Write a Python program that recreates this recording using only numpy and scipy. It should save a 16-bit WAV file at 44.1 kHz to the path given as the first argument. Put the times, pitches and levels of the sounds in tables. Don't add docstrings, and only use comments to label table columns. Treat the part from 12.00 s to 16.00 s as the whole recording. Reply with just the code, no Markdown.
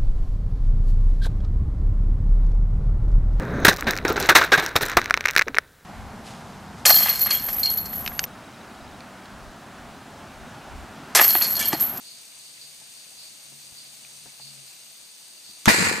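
import sys
import numpy as np
from scipy import signal
from scipy.fft import rfft, irfft
from scipy.io import wavfile
from scipy.ndimage import uniform_filter1d

SR = 44100
rng = np.random.default_rng(int(sys.argv[2]) if len(sys.argv) > 2 else 0)


def log_audio(samples):
    frames = np.atleast_2d(samples).T
    limited = np.clip(frames, -1, 1)
    pcm = np.round(limited * 32767).astype(np.int16)
    wavfile.write(sys.argv[1], SR, pcm)


N = 176400
T = np.arange(N) / SR
HZ = np.maximum(np.arange(N // 2 + 1) * SR / N, 1)
SNAP_S, SHOT_S = 3.6569, 3.6775


def undb(db):
    return 10 ** (np.asarray(db) / 20)


def unit(x):
    return x / np.sqrt(np.mean(x ** 2))


def pan(db):
    return undb(np.array([np.atleast_1d(db), -np.atleast_1d(db)]) / 2)


def over_hz(points):
    hz, value = np.array(points, float).T
    return np.interp(np.log(HZ), np.log(hz), value)


def over_time(points):
    return np.interp(T, *np.array(points).T)


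def band(hz, width_hz):
    return 1 / (1 + 1j * (HZ ** 2 - hz ** 2) / (HZ * width_hz))


def drift(rate_hz):
    step = max(int(SR / rate_hz), 1)
    stairs = np.repeat(rng.standard_normal(N // step + 1), step)
    return unit(uniform_filter1d(stairs, step)[:N])


def noise(gain, correlation=0., grain_db=0.):
    mid, side = rfft(rng.standard_normal((2, N)) * undb(grain_db * drift(900)))
    stereo = mid * np.sqrt(1 + correlation) + side * np.sqrt(1 - correlation) * np.array([[1], [-1]])
    return unit(irfft(gain * stereo, N))


def envelope(start_s, attack_s, hold_s, t60_s):
    age = T - start_s
    fall = np.exp(-np.log(1000) * np.maximum(age - attack_s - hold_s, 0) / t60_s)
    return np.clip(age / attack_s, 0, 1) * fall


def ring(start_s, hz, t60_s, hold_s=0):
    return np.sin(2 * np.pi * hz * (T - start_s)) * envelope(start_s, .5 / hz, hold_s, t60_s)


def split(x, hz):
    low = irfft(rfft(x) / (1 + (HZ / hz) ** 4), N)
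    return low, x - low


# freq_hz, relative_db
FIELD_SPECTRUM = [(30, -39), (60, -22.5), (100, -16), (220, -12.5), (430, -14.5), (650, -9), (1100, -12.5),
                  (1900, -9.5), (2400, -5.5), (2850, -4), (3200, -7), (3550, -4), (5200, -5.5),
                  (5900, -4.5), (6400, -1), (7300, -6.5), (7950, -3), (8600, -0.5), (9200, -2.5),
                  (10000, -8.5), (11300, -13), (13000, -21)]
# freq_hz, pan_db
FIELD_BALANCE = [(60, 12), (150, 12.5), (350, 10.5), (600, -0.5), (4500, 1), (7800, -1), (8700, 7),
                 (13000, 0.5)]
# freq_hz, correlation
FIELD_CORRELATION = [(60, .3), (150, 0.53), (640, 0.43), (1400, 0), (3100, 0), (6800, 0.81), (14000, 0.7)]
# time_s, offset_db
FIELD_RIDE = [(0, 0.5), (1.1, 0.6), (2.0, 1), (2.7, 0.16), (3.25, -0.8), (3.6, 0.5)]


def field():
    level_db, swell_db, flicker_db = -47, 0.15, 0.73
    spectrum = undb(over_hz(FIELD_SPECTRUM)) * pan(over_hz(FIELD_BALANCE))
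    hiss = noise(spectrum, over_hz(FIELD_CORRELATION), grain_db=0.68)
    flickering = 0
    for crossover_hz in (600, 2000, 3500, 5500, 7800, 16000):
        part, hiss = split(hiss, crossover_hz)
        flickering += part * undb(flicker_db * drift(21.94))
    return (flickering + hiss) * undb(level_db + over_time(FIELD_RIDE) + swell_db * drift(8.2))


# start_s, level_db, hold_s
NEAR_CHIRPS = [(0.035, -46, .06), (0.385, -53, .09), (0.593, -46.5, .025), (0.945, -51, .03),
               (1.165, -47, .06), (1.755, -46.5, .035), (2.397, -45.5, .06), (2.65, -52.5, .025),
               (3.435, -47.5, .04)]
# freq_hz, relative_db
CHIRP_SPECTRUM = [(3000, -47), (3450, -9.5), (4100, -4), (4450, 3.5), (4700, 4), (4850, -6), (5120, -6),
                  (5600, -25)]
# freq_hz, relative_db
KIN_SPECTRUM = [(3300, -30), (3500, -10), (4100, -9), (4500, -3), (4710, 2), (4830, -24), (5300, -40)]


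def insect_chirps():
    calls = sum(undb(db) * envelope(start, 0.021, hold, t60_s=0.48) for start, db, hold in NEAR_CHIRPS)
    rasp = noise(undb(over_hz(CHIRP_SPECTRUM)), correlation=0.035)
    kin = noise(undb(over_hz(KIN_SPECTRUM)), grain_db=1.5)
    return rasp * calls + kin * undb(-54)


# pitch_hz, width_hz, level_db
HIGH_WHINES = [(13500, 70, -63.5), (13750, 70, -65.5), (14170, 89, -72)]


def insect_whines():
    waver_db = 1
    out = 0
    for hz, width, db in HIGH_WHINES:
        whine = noise(band(hz, 2 * width) ** 2, correlation=0.27)
        out += whine * undb(db + waver_db * drift(14))
    return out * pan(9.5)


# pitch_hz, relative_db
TUBE_MODES = [(139, 3), (220, -4.5)]
# time_s, level_db
RUB_LEVEL = [(0, -74.5), (0.9, -69.5), (1.42, -79.5), (1.54, -56), (1.68, -69), (2.2, -64.5), (2.28, -56),
             (2.37, -78), (2.46, -57.5), (2.61, -57.5), (2.74, -76), (3.6, -85)]


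def tube_hum():
    waver_db, wander_rad = 2, 0.79
    hum = 0
    for hz, db in TUBE_MODES:
        gain = undb(db + waver_db * drift(24.84))
        hum += gain * np.sin(2 * np.pi * hz * T + wander_rad * drift(12))
    return unit(hum) * undb(over_time(RUB_LEVEL)) * unit(pan(13.5))


# start_s, pitch_hz, level_db
PLINKS = [(0.578, 2100, -45), (1.057, 2480, -48), (2.049, 2450, -36.5), (2.764, 2680, -48)]


def ditch():
    trickle_per_s, trickle_hz, trickle_db = 11, 2550, -50
    out = sum(undb(db) * ring(start, hz, t60_s=0.017) for start, hz, db in PLINKS)
    for when, pitch, size in rng.random((int(trickle_per_s * SHOT_S), 3)):
        hz = trickle_hz * 2 ** ((pitch - .5) / 2)
        out += undb(trickle_db) * size * ring(when * SHOT_S, hz, t60_s=0.034)
    return out * pan(5)


# start_s, level_db, centre_hz, width_hz, t60_s, pan_db
HAND_KNOCKS = [(0.815, -55.5, 450, 900, 0.078, 3), (1.519, -53, 320, 650, 0.041, 6),
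               (1.719, -59, 120, 120, .06, 19), (2.256, -49.5, 290, 900, 0.093, 4.5),
               (2.396, -50.5, 730, 600, .06, -1), (3.489, -56, 190, 150, 0.086, 9)]
# pitch_hz, relative_db
KNOCK_MODES = [(139, -8), (735, -8.5), (915, -9.5), (1700, -12)]


def knocks():
    out = 0
    for start, db, hz, width, t60, pan_db in HAND_KNOCKS:
        tap = noise(band(hz, width) ** 2, correlation=0.79) * envelope(start, .5 / hz, 0.0032, t60)
        body = sum(undb(mode_db) * ring(start, mode_hz, t60_s=0.13) for mode_hz, mode_db in KNOCK_MODES)
        out += (tap + body) * undb(db) * pan(pan_db)
    return out


# pitch_hz, t60_s, level_db
CAP_MODES = [(1330, 0.021, -18), (2570, .009, -19.5), (3460, 0.0096, -16.5), (6200, .006, -13)]
# freq_hz, relative_db
FLAME_SPECTRUM = [(100, -6), (300, -2), (700, -5), (1300, 2), (2000, -1), (2600, -3), (3600, 0), (4500, -4),
                  (6200, -4), (8500, -9), (10500, -17), (14000, -21)]
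# freq_hz, pan_db
CANNON_BALANCE = [(60, 15.5), (200, 12), (380, 7.5), (600, -1.5), (1300, -1.5), (2300, 2), (4400, -0.5),
                  (8000, 1), (14000, 4.5)]


def igniter():
    cap = sum(undb(db) * ring(SNAP_S, hz, t60) for hz, t60, db in CAP_MODES)
    spark = noise(band(5100, 7000), correlation=0.7) * envelope(SNAP_S, .0001, .0003, t60_s=.006)
    flame = noise(undb(over_hz(FLAME_SPECTRUM)) * pan(over_hz(CANNON_BALANCE)), correlation=0.45)
    flame *= envelope(SNAP_S, attack_s=.0016, hold_s=.007, t60_s=.21)
    return cap + undb(-14) * spark + undb(-24.5) * flame


# centre_hz, width_hz, boost_db
BLAST_PEAKS = [(476, 34, 6.5), (1452, 16, 6), (1560, 12, 3), (1730, 16, 4.5), (1960, 13, 7), (2250, 13, 3),
               (2340, 16, 1), (2700, 15, 4), (3460, 23, 7)]
# freq_hz, gain_db
BLAST_EQ = [(300, -1), (560, -1), (700, 2.5), (950, 0), (2900, 0), (3600, -1.5), (4500, 1.5), (5300, 0.5)]


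def blast_colour():
    peaks = 1 + sum((undb(db) - 1) * band(hz, width) for hz, width, db in BLAST_PEAKS)
    burst = rng.standard_normal(N) * envelope(0, attack_s=.00086, hold_s=.0265, t60_s=.053)
    depth = .6 * np.clip(HZ / 1800, 0, 1)
    ripple = np.sqrt(1 - depth + depth * unit(np.abs(rfft(burst))) ** 2)
    return np.abs(peaks) * ripple * undb(over_hz(BLAST_EQ)) * pan(over_hz(CANNON_BALANCE))


# pitch_hz, t60_s, level_db, pan_db
BOOM_MODES = [(217, 0.073, -15.5, 12), (298, 0.1, -26.5, 11), (471, 0.2, -25.5, -6)]
# freq_hz, relative_db
ROAR_SPECTRUM = [(50, -12), (120, -5.5), (240, 0.5), (380, -8.5), (520, -6), (680, 4), (900, 1.5),
                 (1200, -2.5), (1900, 3), (2500, -2), (3100, -11), (4300, -6.5), (5600, -12.5), (8800, -14),
                 (10500, -17), (14000, -21)]
# freq_hz, correlation
BLAST_CORRELATION = [(60, 0.99), (450, 0.62), (680, 0.25), (1400, -0.14), (3100, 0.052), (6800, 0.4),
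                     (14000, 0.19)]


def shot(colour):
    thump_width_s = .0013
    u = (T - SHOT_S) / thump_width_s
    thump = u * np.exp((1 - u ** 2) / 2) * pan(8.5)
    boom = sum(undb(db) * ring(SHOT_S, hz, t60, hold_s=.0064) * pan(pan_db)
               for hz, t60, db, pan_db in BOOM_MODES)
    gas = noise(undb(over_hz(ROAR_SPECTRUM)) * colour, over_hz(BLAST_CORRELATION), grain_db=2)
    low, high = split(gas, hz=1500)
    roar = low * envelope(SHOT_S - .001, attack_s=.0015, hold_s=.012, t60_s=.11)
    roar += high * envelope(SHOT_S, attack_s=.005, hold_s=.012, t60_s=.34)
    return undb(-11) * thump + boom + undb(-9.3) * roar


# freq_hz, relative_db
SCATTER_SPECTRUM = [(40, -40), (86, -8.5), (122, -10), (211, -1.5), (273, -8), (380, -9), (459, -7),
                    (623, -14), (789, -8.5), (887, -3.5), (1260, -5), (1680, -1.5), (2030, 0.5),
                    (2500, -2.5), (3050, -12.5), (3700, -12.5), (4150, -7), (4620, -6), (5580, -16.5),
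                    (7100, -7.5), (9160, -11.5), (10100, -21), (14000, -25)]
# time_s, level_db
RUMBLE_LEVEL = [(3.69, -26), (3.712, -25), (3.728, -38), (3.785, -36), (3.8, -28.5), (3.835, -27.5),
                (3.855, -36), (3.878, -32), (3.9, -37), (4.0, -41)]


def scatter(colour):
    attack_s, hold_s = 0.031, .15
    wash = noise(undb(over_hz(SCATTER_SPECTRUM)) * colour, over_hz(BLAST_CORRELATION), grain_db=2)
    bass, rest = split(wash, hz=330)
    mids, treble = split(rest, hz=4600)
    leaves = mids * envelope(SHOT_S, attack_s, hold_s, t60_s=1.0)
    leaves += treble * envelope(SHOT_S, attack_s, hold_s, t60_s=0.64)
    fade_in = np.clip((T - SHOT_S) / attack_s, 0, 1)
    rumble = unit(bass) * undb(over_time(RUMBLE_LEVEL)) * fade_in
    return undb(-19.5) * leaves + rumble


# start_s, level_db, centre_hz
BLAST_CRACKS = [(3.6877, -14, 2050), (3.7855, -24, 4400), (3.8695, -18, 1750), (3.895, -28, 4300)]


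def cracks():
    out = 0
    for start, db, hz in BLAST_CRACKS:
        burst = noise(band(hz, hz / 2) ** 2, correlation=.5)
        out += undb(db) * burst * envelope(start, attack_s=.0005, hold_s=.002, t60_s=.014)
    return out


# arrival_s, level_db
SLAPS = [(3.7462, -18), (3.786, -17.5), (3.827, -22), (3.871, -21.5), (3.9147, -17.5), (3.983, -26)]


def slapbacks():
    width_s = 0.00065
    out = 0
    for arrival, db in SLAPS:
        u = (T - arrival) / width_s
        out += undb(db) * (u ** 2 - 1) * np.exp(-u ** 2 / 2)
    return out * pan(7)


def scene():
    colour = blast_colour()
    quiet = field() + insect_chirps() + insect_whines() + tube_hum() + knocks() + ditch()
    return quiet + igniter() + shot(colour) + scatter(colour) + cracks() + slapbacks()


def record(dry):
    ceiling, top_hz = 1.2, 14250
    lowpass = signal.ellip(12, .2, 80, top_hz, fs=SR, output="sos")
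    return signal.sosfilt(lowpass, ceiling * np.tanh(dry / ceiling))


dry = scene()
out = record(dry)
log_audio(out)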